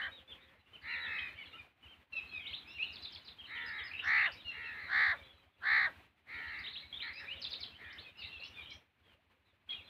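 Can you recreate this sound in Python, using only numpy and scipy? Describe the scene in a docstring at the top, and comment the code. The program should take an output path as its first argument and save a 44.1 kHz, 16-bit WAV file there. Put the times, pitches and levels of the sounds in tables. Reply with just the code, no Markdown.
"""A crow caws hoarsely close to the microphone, and another answers from further off: dawn beside a
slow stream in open farmland. Each caw is a fluttering syrinx heard through the throat. Mynas whistle
and small birds chirp in the trees; bank and branches scatter the calls back. Behind them lie far
chatter and hoots, bubbles in the shallows, a low regular thud and a soft country hush.
One microphone takes it all, and the recorder's noise suppressor turns it down when the birds pause."""
import sys
import numpy as np
from scipy import signal
from scipy.fft import rfft, irfft
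from scipy.io import wavfile
from scipy.ndimage import uniform_filter1d

SR = 44100
rng = np.random.default_rng(int(sys.argv[2]) if len(sys.argv) > 2 else 0)


def materialize(psi):
    """Save the field psi as 16-bit PCM at rate SR to the path in sys.argv[1].

    A 1-D psi becomes a single channel; in a 2-D psi each row is a channel.
    """
    bounded = np.clip(np.atleast_2d(psi).T, -1, 1)
    quanta = np.round(bounded * 32767).astype(np.int16)
    wavfile.write(sys.argv[1], SR, quanta)


N = 436149
TIME = np.arange(N) / SR

# caws of the crow by the microphone and of the one further off:
# (time [s], length [s], pitch [Hz], throat brightness [ratio], level [dB], windpipe gain [dB])
NEAR_CROW_CAWS = [(-.185, 0.31, 418, 0.97, -40.5, -25), (4.01, .31, 427.7, 1.062, -32.5, -22.5),
                  (4.866, 0.31, 414.5, 1.008, -32.5, -18), (5.604, 0.31, 421, 1.027, -32, -20)]
FAR_CROW_CAWS = [(.36, 0.3, 448.6, 1.08, -59, -32), (.815, 0.48, 448.8, 1.077, -38.5, -43),
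                 (3.47, 0.45, 444.8, 1.063, -40, -29), (4.5, 0.46, 435.2, 1.066, -43, -28),
                 (6.26, 0.44, 438.2, 1.1, -41.5, -20.5), (7.02, .11, 442, 1.11, -40.5, -23),
                 (7.19, 0.087, 427.6, 1.03, -46, -24), (7.775, .22, 434.6, 1.06, -48, -39)]
# course of one caw: (position [share of length], pitch [ratio], beak opening [ratio], gain [dB],
# flutter depth [factor], raggedness [0-1])
NEAR_CAW_COURSE = [(0, .78, .76, -33, 0.7, 0.91), (0.102, .87, 0.8, -11.5, 1, 0.93),
                   (0.219, .94, 0.93, -2.5, 1.2, 0.7), (.36, 0.97, 0.97, -0.5, 1.2, 0.4),
                   (.52, 1, 0.98, 0.5, 1.1, 0), (0.701, 0.92, 0.95, -2, 1.07, 0.5),
                   (.82, .92, 0.97, -2, 0.92, .15), (.89, .76, 0.88, -11, 0.5, 0.2),
                   (1, 0.5, 0.58, -37.5, 0, 0.6)]
FAR_CAW_COURSE = [(0, .88, .92, -24, 1, .9), (.08, .95, .97, -8.5, 1, .5), (.2, 1.06, 1, -4, 1, .1),
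                  (.45, 1.05, 0.88, -5.5, 1, 0.11), (.75, .93, .98, -5, 1, .2),
                  (.88, 0.88, .96, -10, 1, 0.55), (0.999, 0.7, 0.93, -16, 0.93, 0.42)]
# crow's throat resonances, which move with the beak opening: (frequency [Hz], gain [dB])
THROAT_RESPONSE = [(380, -38), (600, -29), (830, -19.5), (1040, -16), (1270, -10.5), (1480, -11.5),
                   (1800, 3.5), (2020, 3), (2280, -6), (2750, -33), (3600, -65.5), (6000, -90)]
# steady upper resonance of its windpipe: (frequency [Hz], gain [dB])
WINDPIPE_RESPONSE = [(2000, -50), (2900, -14), (3400, -13), (4050, 0), (4450, -3), (5000, -21), (5800, -31),
                     (7000, -41), (14000, -49)]
# sagging and rising myna notes: (time [s], length [s], pitch [Hz], level [dB], trill depth [0-1])
MYNA_SAGGING_NOTES = [(.875, 0.097, 1385, -52.5, .64), (1.055, 0.27, 1274, -48.5, .15),
                      (1.375, 0.062, 1123, -51, 0.3), (1.566, 0.06, 1225, -54, 0.1),
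                      (2.123, 0.026, 1345, -45, .1), (2.152, 0.052, 1310, -41.5, 0),
                      (2.313, 0.1, 1255, -46.5, 0.57), (2.41, 0.13, 1110, -56, 1),
                      (2.735, 0.06, 1380, -53.5, 0), (2.852, .11, 1320, -58, 0.28),
                      (4.445, .089, 1398, -45, 0.17), (4.619, 0.11, 1324, -51.5, 0.2),
                      (6.49, .13, 1343, -60.5, 0.71), (8.025, 0.089, 1266, -57.5, .6),
                      (8.17, 0.064, 1426, -54, 0.24), (8.289, 0.121, 1350, -53, 0.43),
                      (8.559, 0.071, 1214, -51, 0.5), (8.71, 0.027, 1154, -53, .1),
                      (9.722, 0.022, 1242, -49.5, 0.4)]
MYNA_RISING_NOTES = [(2.204, 0.062, 1307, -61.5, .3), (2.65, .09, 1314, -55.5, 0.051),
                     (2.783, 0.054, 1299, -43.5, 0.12), (2.814, 0.036, 1391, -40.5, 0.28),
                     (7.133, .085, 1277, -53, 0.18), (7.269, 0.0398, 1254, -47.5, 0.37),
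                     (7.3, .045, 1476, -45, .3), (8.397, .08, 1394, -51, .5)]
# small birds in the trees, by kind of call: (time [s], length [s], pitch [Hz], level [dB])
SMALL_BIRD_CALLS = { "slur": [(.113, 0.084, 3816, -56), (.275, .06, 3524, -54), (.732, .035, 3080, -52.5),
                    (.874, .1, 4060, -55.5), (1, .075, 3930, -49.5), (1.41, .035, 3000, -55),
                    (1.825, .052, 2995, -56), (1.878, .068, 3170, -57), (2.82, 0.057, 4140, -58),
                    (3.02, 0.074, 4050, -52), (3.26, .07, 4050, -56), (3.384, .035, 3235, -51.5),
                    (3.489, .095, 3890, -58.5), (3.604, .031, 3575, -53), (3.661, .035, 5060, -54),
                    (3.73, .11, 3880, -55), (3.836, .05, 5120, -56), (3.966, .094, 3840, -60.5),
                    (4.23, 0.054, 3730, -52.5), (4.371, .054, 3900, -57.5), (5.22, .15, 3500, -68)],
                    "fall": [(.932, 0.028, 2570, -45), (.316, .017, 3300, -53), (1.455, 0.03, 3400, -56),
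                    (2.398, .064, 3307, -54.5), (3.433, 0.031, 3190, -52), (3.552, 0.037, 3170, -52.5),
                    (3.784, 0.026, 3366, -51), (8.168, .063, 5130, -63), (8.532, .098, 3590, -61),
                    (9.025, 0.13, 3300, -66), (9.444, .09, 3980, -69), (9.744, 0.074, 2910, -56)],
                    "pip": [(.01, 0.04, 3060, -47), (1.186, .012, 3180, -43.5), (1.53, .036, 2896, -52.5),
                    (1.53, 0.053, 1350, -60), (2.672, 0.076, 5330, -65.5), (6.588, 0.017, 4760, -56.5),
                    (6.637, 0.028, 3810, -47.5), (6.735, 0.024, 3760, -49), (6.926, 0.0259, 3385, -43),
                    (6.961, 0.024, 3613, -46.5), (7.128, 0.099, 5026, -59), (7.845, 0.011, 3290, -57),
                    (7.902, 0.021, 3670, -58.5)], "scold": [(2.484, 0.038, 3250, -50.5),
                    (3.906, 0.07, 2606, -46), (3.976, 0.037, 2840, -43.5), (4.034, 0.057, 5550, -64.5),
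                    (4.177, 0.052, 2677, -43), (4.254, 0.032, 2875, -45), (4.315, 0.036, 5010, -58.5),
                    (7.925, 0.019, 5060, -60.5), (8.216, .053, 2750, -50), (8.218, 0.078, 3980, -51),
                    (8.39, .08, 4230, -57.5), (8.433, 0.06, 5600, -65), (8.617, 0.15, 3165, -56),
                    (8.698, 0.078, 5560, -66.5)], "tweet": [(2.456, 0.027, 3170, -45.5),
                    (2.528, 0.027, 3140, -42), (6.661, 0.032, 3290, -44.5), (6.755, 0.028, 3244, -44),
                    (6.999, 0.037, 3332, -43.5), (7.979, 0.024, 3420, -48.5)],
                    "dive": [(2.9, 0.075, 3940, -49), (3.001, 0.061, 3900, -45.5), (3.1, 0.065, 4030, -48),
                    (3.221, 0.071, 3966, -50.5), (7.396, .06, 3877, -39), (7.486, 0.058, 3880, -40),
                    (7.584, .059, 3910, -42), (7.685, 0.049, 4160, -68)],
                    "squeak": [(9.689, .06, 3300, -43)]}
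# strokes that make up each kind of call: (delay [call lengths], length [call lengths],
# start pitch [ratio], middle pitch [ratio], end pitch [ratio], gain [dB], rasp [0-1])
CALL_STROKES = {"slur": [(0, .72, 0.97, 1, 0.95, -0.89, .03), (.62, .4, 1, .93, .81, 0, .05)],
                "fall": [(0.0015, 1, 1, 0.96, .79, 0.011, 0.31)],
                "pip": [(0.0018, 0.93, .95, 0.99, 1.06, 0, 0.34)],
                "scold": [(0, 0.99, 0.94, 0.98, 1.01, 0, .9)], "tweet": [(0, 1, .74, 1.1, 1.25, -0.5, .3),
                (.9, 1.92, 1.18, 1.25, 1.27, -12, .55)], "dive": [(0, .3, 1.68, 1.58, 1.31, -30.5, 0.56),
                (.33, .36, 1.33, 1.18, .96, -7, 0.52), (.74, .24, 1.18, 1, .85, 0, 0.86),
                (.9, .6, 0.49, .99, .99, -10, .65)], "squeak": [(0, .65, .99, 1, 0.976, 1, 0.026),
                (.05, 0.96, .91, 1.01, .97, -7, 0.96), (.07, .75, .65, .64, .62, -22, .35),
                (.18, 1, 1.26, 1.2, 1.11, -15, .8)]}
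# bouts of chatter in the far trees: (time [s], length [s], level [dB])
CHATTER_BOUTS = [(0, 0.64, -64.5), (0.802, .72, -61), (2.128, 1.11, -58), (3.419, 1.84, -60.5),
                 (5.222, 0.37, -68), (6.3, 1.42, -55.5), (7.821, .9, -58), (9.706, .18, -57.5)]
# hoots from across the fields: (time [s], length [s], pitch [Hz], level [dB])
FIELD_HOOTS = [(0, 0.56, 530, -70), (.95, .15, 526, -72), (5.15, 0.342, 541, -74), (7.093, 0.47, 550, -72)]
# pace of the low thuds: (time [s], rate [thuds/s])
THUD_RATE = [(0, 7.808), (1, 7.91), (2.5, 7.632), (3.5, 7.697), (5, 7.915), (7.5, 7.948), (9.9, 7.655)]
# hush of the open farmland: (frequency [Hz], relative density [dB])
HUSH_SPECTRUM = [(25, -20.5), (60, 5), (100, 5.5), (150, 1), (280, 2), (500, -5.5), (900, -3), (1500, -3),
                 (2500, -0.5), (4000, -11), (5200, -23.5), (7000, -28), (15000, -27)]
# recorder's noise suppressor: (level in the birds' band [dB], gain [dB])
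SUPPRESSOR_CURVE = [(-63.5, -15.5), (-61.5, -9), (-57, -4.5), (-53.5, -1.12), (-41.5, 1), (-32, 3.5)]


def crow(caws, course, flutter_hz, swing, throb, jitter, rasp_db):
    """Syrinx harmonics pass the throat; a fast flutter in pitch and level makes the caw hoarse."""
    out = np.zeros(N)
    share, *columns = np.transpose(course)
    for start, length, pitch_hz, brightness, level_db, windpipe_db in caws:
        size = int(length * SR)
        position = np.linspace(0, 1, size)
        ratio, opening, course_db, depth, ragged = (np.interp(position, share, c) for c in columns)
        flutter = phase_of(flutter_hz * ratio * (1 + .04 * wander(60, size)))
        # the voice starts ragged, settles, and drops at the end
        wobble = 1 + depth * swing * np.sin(flutter) + ragged * jitter * wander(700, size)
        phase = phase_of(pitch_hz * ratio * wobble)
        # as the flutter dies the syrinx relaxes and low harmonics take over
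        tilt = 3.7 * (1 - np.clip(depth, 0, 1))
        syrinx = sum((k / 4) ** -tilt * np.sin(k * phase + rng.uniform(0, 2 * np.pi))
                     for k in range(2, 26))
        rasp = from_db(rasp_db) * rng.standard_normal(size)
        voice = through_throat(syrinx + rasp, opening * brightness, windpipe_db)
        voice /= np.sqrt(uniform_filter1d(voice ** 2, size=500) + 1e-12)  # even out the level
        pulsing = 1 + depth * throb * np.cos(flutter)
        add(out, start, overblown(voice) * pulsing * from_db(level_db + course_db))
    return out


def through_throat(source, opening, windpipe_db):
    """The moving throat resonances and the steady windpipe one colour the voice."""
    hz, t, frames = signal.stft(source, SR, nperseg=512)
    scale = np.interp(t * SR, np.arange(len(source)), opening)
    throat = gain_at(THROAT_RESPONSE, hz[:, None] / scale)
    windpipe = from_db(windpipe_db) * gain_at(WINDPIPE_RESPONSE, hz[:, None])
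    return signal.istft(frames * (throat + windpipe), SR)[1][:len(source)]


def overblown(voice, bite_db=-21):
    """A hard-driven voice doubles its main resonance an octave higher."""
    octave = band_pass(voice ** 2, 3300, 4700)
    return voice + from_db(bite_db) * rms_one(octave)


def mynas(notes, arc, harmonics_db, trill_hz, jitter):
    """Reedy notes led by the second harmonic, some trilled; arc is the start and end pitch ratio."""
    out = np.zeros(N)
    for start, length, pitch_hz, level_db, trill_depth in notes:
        hz, envelope = glide(length, arc[0] * pitch_hz, pitch_hz, arc[1] * pitch_hz, edge=.052)
        size = len(hz)
        phase = phase_of(hz * (1 + jitter * wander(400, size)))
        voice = sum(from_db(db) * treble_loss(k * hz) * np.sin(k * phase)
                    for k, db in enumerate(harmonics_db, start=1))
        trill = 1 + trill_depth * np.sin(phase_of(trill_hz * (1 + .2 * wander(45, size))))
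        swell = .5 + np.hanning(size)
        waver = 1 + .18 * wander(180, size)
        add(out, start, from_db(level_db) * rms_one(voice * trill * swell * waver) * envelope)
    return out


def small_birds(rasp_swing, rasp_hz, octave_db):
    """Nearly pure sweeps from the trees; in raspy ones pitch and level shake irregularly."""
    out = np.zeros(N)
    for start, length, arc_hz, level_db, rasp in strokes():
        hz, envelope = glide(length, *arc_hz, edge=.12)
        phase = phase_of(hz * (1 + rasp * rasp_swing * wander(rasp_hz, len(hz))))
        tone = np.sin(phase) + from_db(octave_db) * np.sin(2 * phase)
        shake = 1 + .74 * rasp * wander(300, len(hz))
        add(out, start, from_db(level_db) * rms_one(tone * shake * treble_loss(hz)) * envelope)
    return out


def strokes():
    """Each small-bird call is its kind's strokes, stretched and transposed."""
    for kind, calls in SMALL_BIRD_CALLS.items():
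        for start, length, hz, level_db in calls:
            for delay, share, first, middle, last, stroke_db, rasp in CALL_STROKES[kind]:
                arc_hz = (first * hz, middle * hz, last * hz)
                yield start + delay * length, share * length, arc_hz, level_db + stroke_db, rasp


def treble_loss(hz, corner_hz=4500, steepness=14):
    """High notes arrive dulled: air and microphone lose treble above about 4.5 kHz."""
    return 1 / np.sqrt(1 + np.abs(hz / corner_hz) ** steepness)


def far_flock(notes_per_s, spread_db):
    """Faint scratchy chatter from distant trees, in bouts of loosely spaced notes."""
    out = np.zeros(N)
    for start, bout_s, level_db in CHATTER_BOUTS:
        slots = np.arange(start, start + bout_s, 1 / notes_per_s)
        for slot, (late, length, pitch, slope, faintness) in zip(slots, rng.random((128, 5))):
            hz = 2100 + 2000 * pitch
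            bend = .33 * (slope - .5)
            length_s = .018 + .04 * length
            arc, envelope = glide(length_s, hz * (1 - bend), hz * 1.03, hz * (1 + bend), edge=.4)
            tone = np.sin(phase_of(arc * (1 + .025 * wander(600, len(arc)))))
            add(out, slot + late / notes_per_s, from_db(level_db - spread_db * faintness) * envelope * tone)
    return out


def far_hoots():
    """Soft wavering tones from across the fields."""
    out = np.zeros(N)
    for start, length, pitch_hz, level_db in FIELD_HOOTS:
        hz, envelope = glide(length, pitch_hz, pitch_hz, pitch_hz, edge=.068)
        tone = np.sin(phase_of(hz * (1 + .025 * wander(60, len(hz)))))
        waver = 1 + .4 * wander(25, len(hz))
        add(out, start, from_db(level_db) * rms_one(tone * waver) * envelope)
    return out


def trickle(level_db, spread_db, decay_cycles, count):
    """Tiny bubbles in the shallows, each a short rising ring."""
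    out = np.zeros(N)
    t = TIME[:SR // 25]
    for when, pitch, faintness in rng.random((count, 3)):
        hz = 400 * 5 ** pitch
        ring = np.sin(2 * np.pi * hz * t * (1 + 2 * t))
        envelope = np.exp(-t * hz / decay_cycles) * (1 - np.exp(-t * hz))
        add(out, when * N / SR, from_db(level_db - spread_db * np.sqrt(faintness)) * ring * envelope)
    return out


def thuds(pitch_hz, width_s, level_db, spread_db, first_turn):
    """Soft bass thumps about eight times a second, perhaps a far irrigation pump."""
    out = np.zeros(N)
    t = np.arange(-SR // 20, SR // 20) / SR
    envelope = np.exp(-(t / width_s) ** 2)
    turns = np.cumsum(np.interp(TIME, *np.transpose(THUD_RATE))) / SR
    beats = np.interp(np.arange(first_turn, turns[-1]), turns, TIME)  # one thud a turn
    for beat, (detune, offset, strength) in zip(beats, rng.standard_normal((len(beats), 3))):
        tone = np.sin(2 * np.pi * (pitch_hz * (1 + .027 * detune) * t + offset))
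        add(out, beat + t[0], from_db(level_db + spread_db * strength) * envelope * tone)
    return out


def country_hush(level_db):
    """Soft noise of the open land all round the microphone; its level flickers slightly."""
    spectrum = rfft(rng.standard_normal(N)) * gain_at(HUSH_SPECTRUM, np.fft.rfftfreq(N, 1 / SR))
    flicker_db = .9 * wander(12, N) + wander(45, N)
    return from_db(level_db + flicker_db) * rms_one(irfft(spectrum, N))


def scatter(x, early_db, early_t60, late_db, late_t60):
    """Direct sound, sparse echoes off bank and branches, then a tail from the far trees (t60 in s)."""
    t = TIME[:SR]
    reflections = rng.standard_normal(SR) * (rng.random(SR) < 900 / SR)  # about 900 a second
    early = reflections * (t > .004) * from_db(-60 * t / early_t60)
    late = rng.standard_normal(SR) * (t > .03) * from_db(-60 * t / late_t60)
    echoes = (from_db(early_db) * rms_one(early) + from_db(late_db) * rms_one(late)) / np.sqrt(SR)
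    return x + signal.fftconvolve(x, echoes)[:N]


def suppress_noise(x, fall_db_per_s):
    """The recorder's gain follows the birds' band: it opens fast for a call and sinks in the pauses."""
    band = band_pass(x[0], 1000, 6000)
    level_db = 10 * np.log10(np.abs(uniform_filter1d(band ** 2, size=1300)) + 1e-12)
    fall = fall_db_per_s * TIME
    held_db = np.maximum.accumulate(level_db + fall) - fall
    gain_db = np.interp(held_db, *np.transpose(SUPPRESSOR_CURVE))
    return x * from_db(uniform_filter1d(gain_db, size=1700))


def from_db(db):
    """Decibels to gain."""
    return 10 ** (np.asarray(db) / 20)


def rms_one(x):
    """Scale to unit power."""
    return x / np.sqrt(np.mean(x ** 2) + 1e-20)


def gain_at(spectrum, hz):
    """Gain of a (frequency [Hz], gain [dB]) table on a log-frequency axis."""
    points, db = np.transpose(spectrum)
    return from_db(np.interp(np.log(hz + 1), np.log(points), db))


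def band_pass(x, low_hz, high_hz):
    """Keep one band, with gentle slopes."""
    return signal.sosfilt(signal.butter(2, [low_hz, high_hz], "band", fs=SR, output="sos"), x)


def wander(rate_hz, size):
    """Smooth random motion with a spread near 1."""
    steps = np.arange(size) * rate_hz / SR
    return np.interp(steps, np.arange(4096), rng.standard_normal(4096))


def phase_of(hz):
    """Running phase of a changing frequency."""
    return 2 * np.pi * np.cumsum(hz) / SR


def glide(length_s, start_hz, middle_hz, end_hz, edge):
    """Pitch arc through three points, and an envelope whose fades each take the share `edge`."""
    u = np.linspace(0, 1, int(length_s * SR))
    hz = np.polyval(np.polyfit([0, .5, 1], [start_hz, middle_hz, end_hz], 2), u)
    fade = np.clip(np.minimum(u, 1 - u) / edge, 0, 1)
    return hz, np.sin(np.pi / 2 * fade) ** 2


def add(track, start_s, sound):
    """Mix a sound into the track at its time."""
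    at = int(round(start_s * SR))
    sound = sound[max(-at, 0):max(N - at, 0)]
    track[max(at, 0):max(at, 0) + len(sound)] += sound


def scene():
    """What reaches the microphone by the stream: birds at their distances over the hush."""
    near = crow(NEAR_CROW_CAWS, NEAR_CAW_COURSE,
                flutter_hz=68, swing=.08, throb=.22, jitter=.06, rasp_db=-11)
    far = crow(FAR_CROW_CAWS, FAR_CAW_COURSE, flutter_hz=75, swing=.07, throb=.2, jitter=.05, rasp_db=-5)
    near = scatter(near, early_db=-10.5, early_t60=.17, late_db=-34.5, late_t60=.36)
    far = scatter(far, early_db=-8.5, early_t60=.21, late_db=-10, late_t60=1.0)
    whistles = mynas(MYNA_SAGGING_NOTES, arc=(1.02, .93), harmonics_db=[-23, 6, -9, -18, -26.5],
                     trill_hz=75.42, jitter=.014)
    whistles += mynas(MYNA_RISING_NOTES, arc=(.9, 1.08), harmonics_db=[-29, 7.5, -16.5, -22, -20],
                      trill_hz=77, jitter=.02)
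    chirps = small_birds(rasp_swing=.075, rasp_hz=1100, octave_db=-48)
    whistles = scatter(whistles, early_db=-8.5, early_t60=.45, late_db=-11, late_t60=.54)
    chirps = scatter(chirps, early_db=-5.5, early_t60=.17, late_db=-14.5, late_t60=.73)
    flock = far_flock(notes_per_s=36, spread_db=11.5)
    flock = scatter(flock, early_db=7, early_t60=.2, late_db=-10, late_t60=.45)  # mostly echo
    hush = country_hush(level_db=-61.5)
    stream = trickle(level_db=-53, spread_db=14, decay_cycles=5.6, count=600)
    background = hush + stream + flock + far_hoots()
    background += thuds(pitch_hz=80, width_s=.014, level_db=-57, spread_db=2.5, first_turn=.655)
    return (near + far + whistles + chirps + background)[None]


def record(dry):
    """The recorder turns the pauses down and cuts steeply above 15.5 kHz."""
    top_cut = signal.ellip(10, .1, 70, 15500, fs=SR, output="sos")
    return signal.sosfilt(top_cut, suppress_noise(dry, fall_db_per_s=119))


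dry = scene()
out = record(dry)
materialize(out)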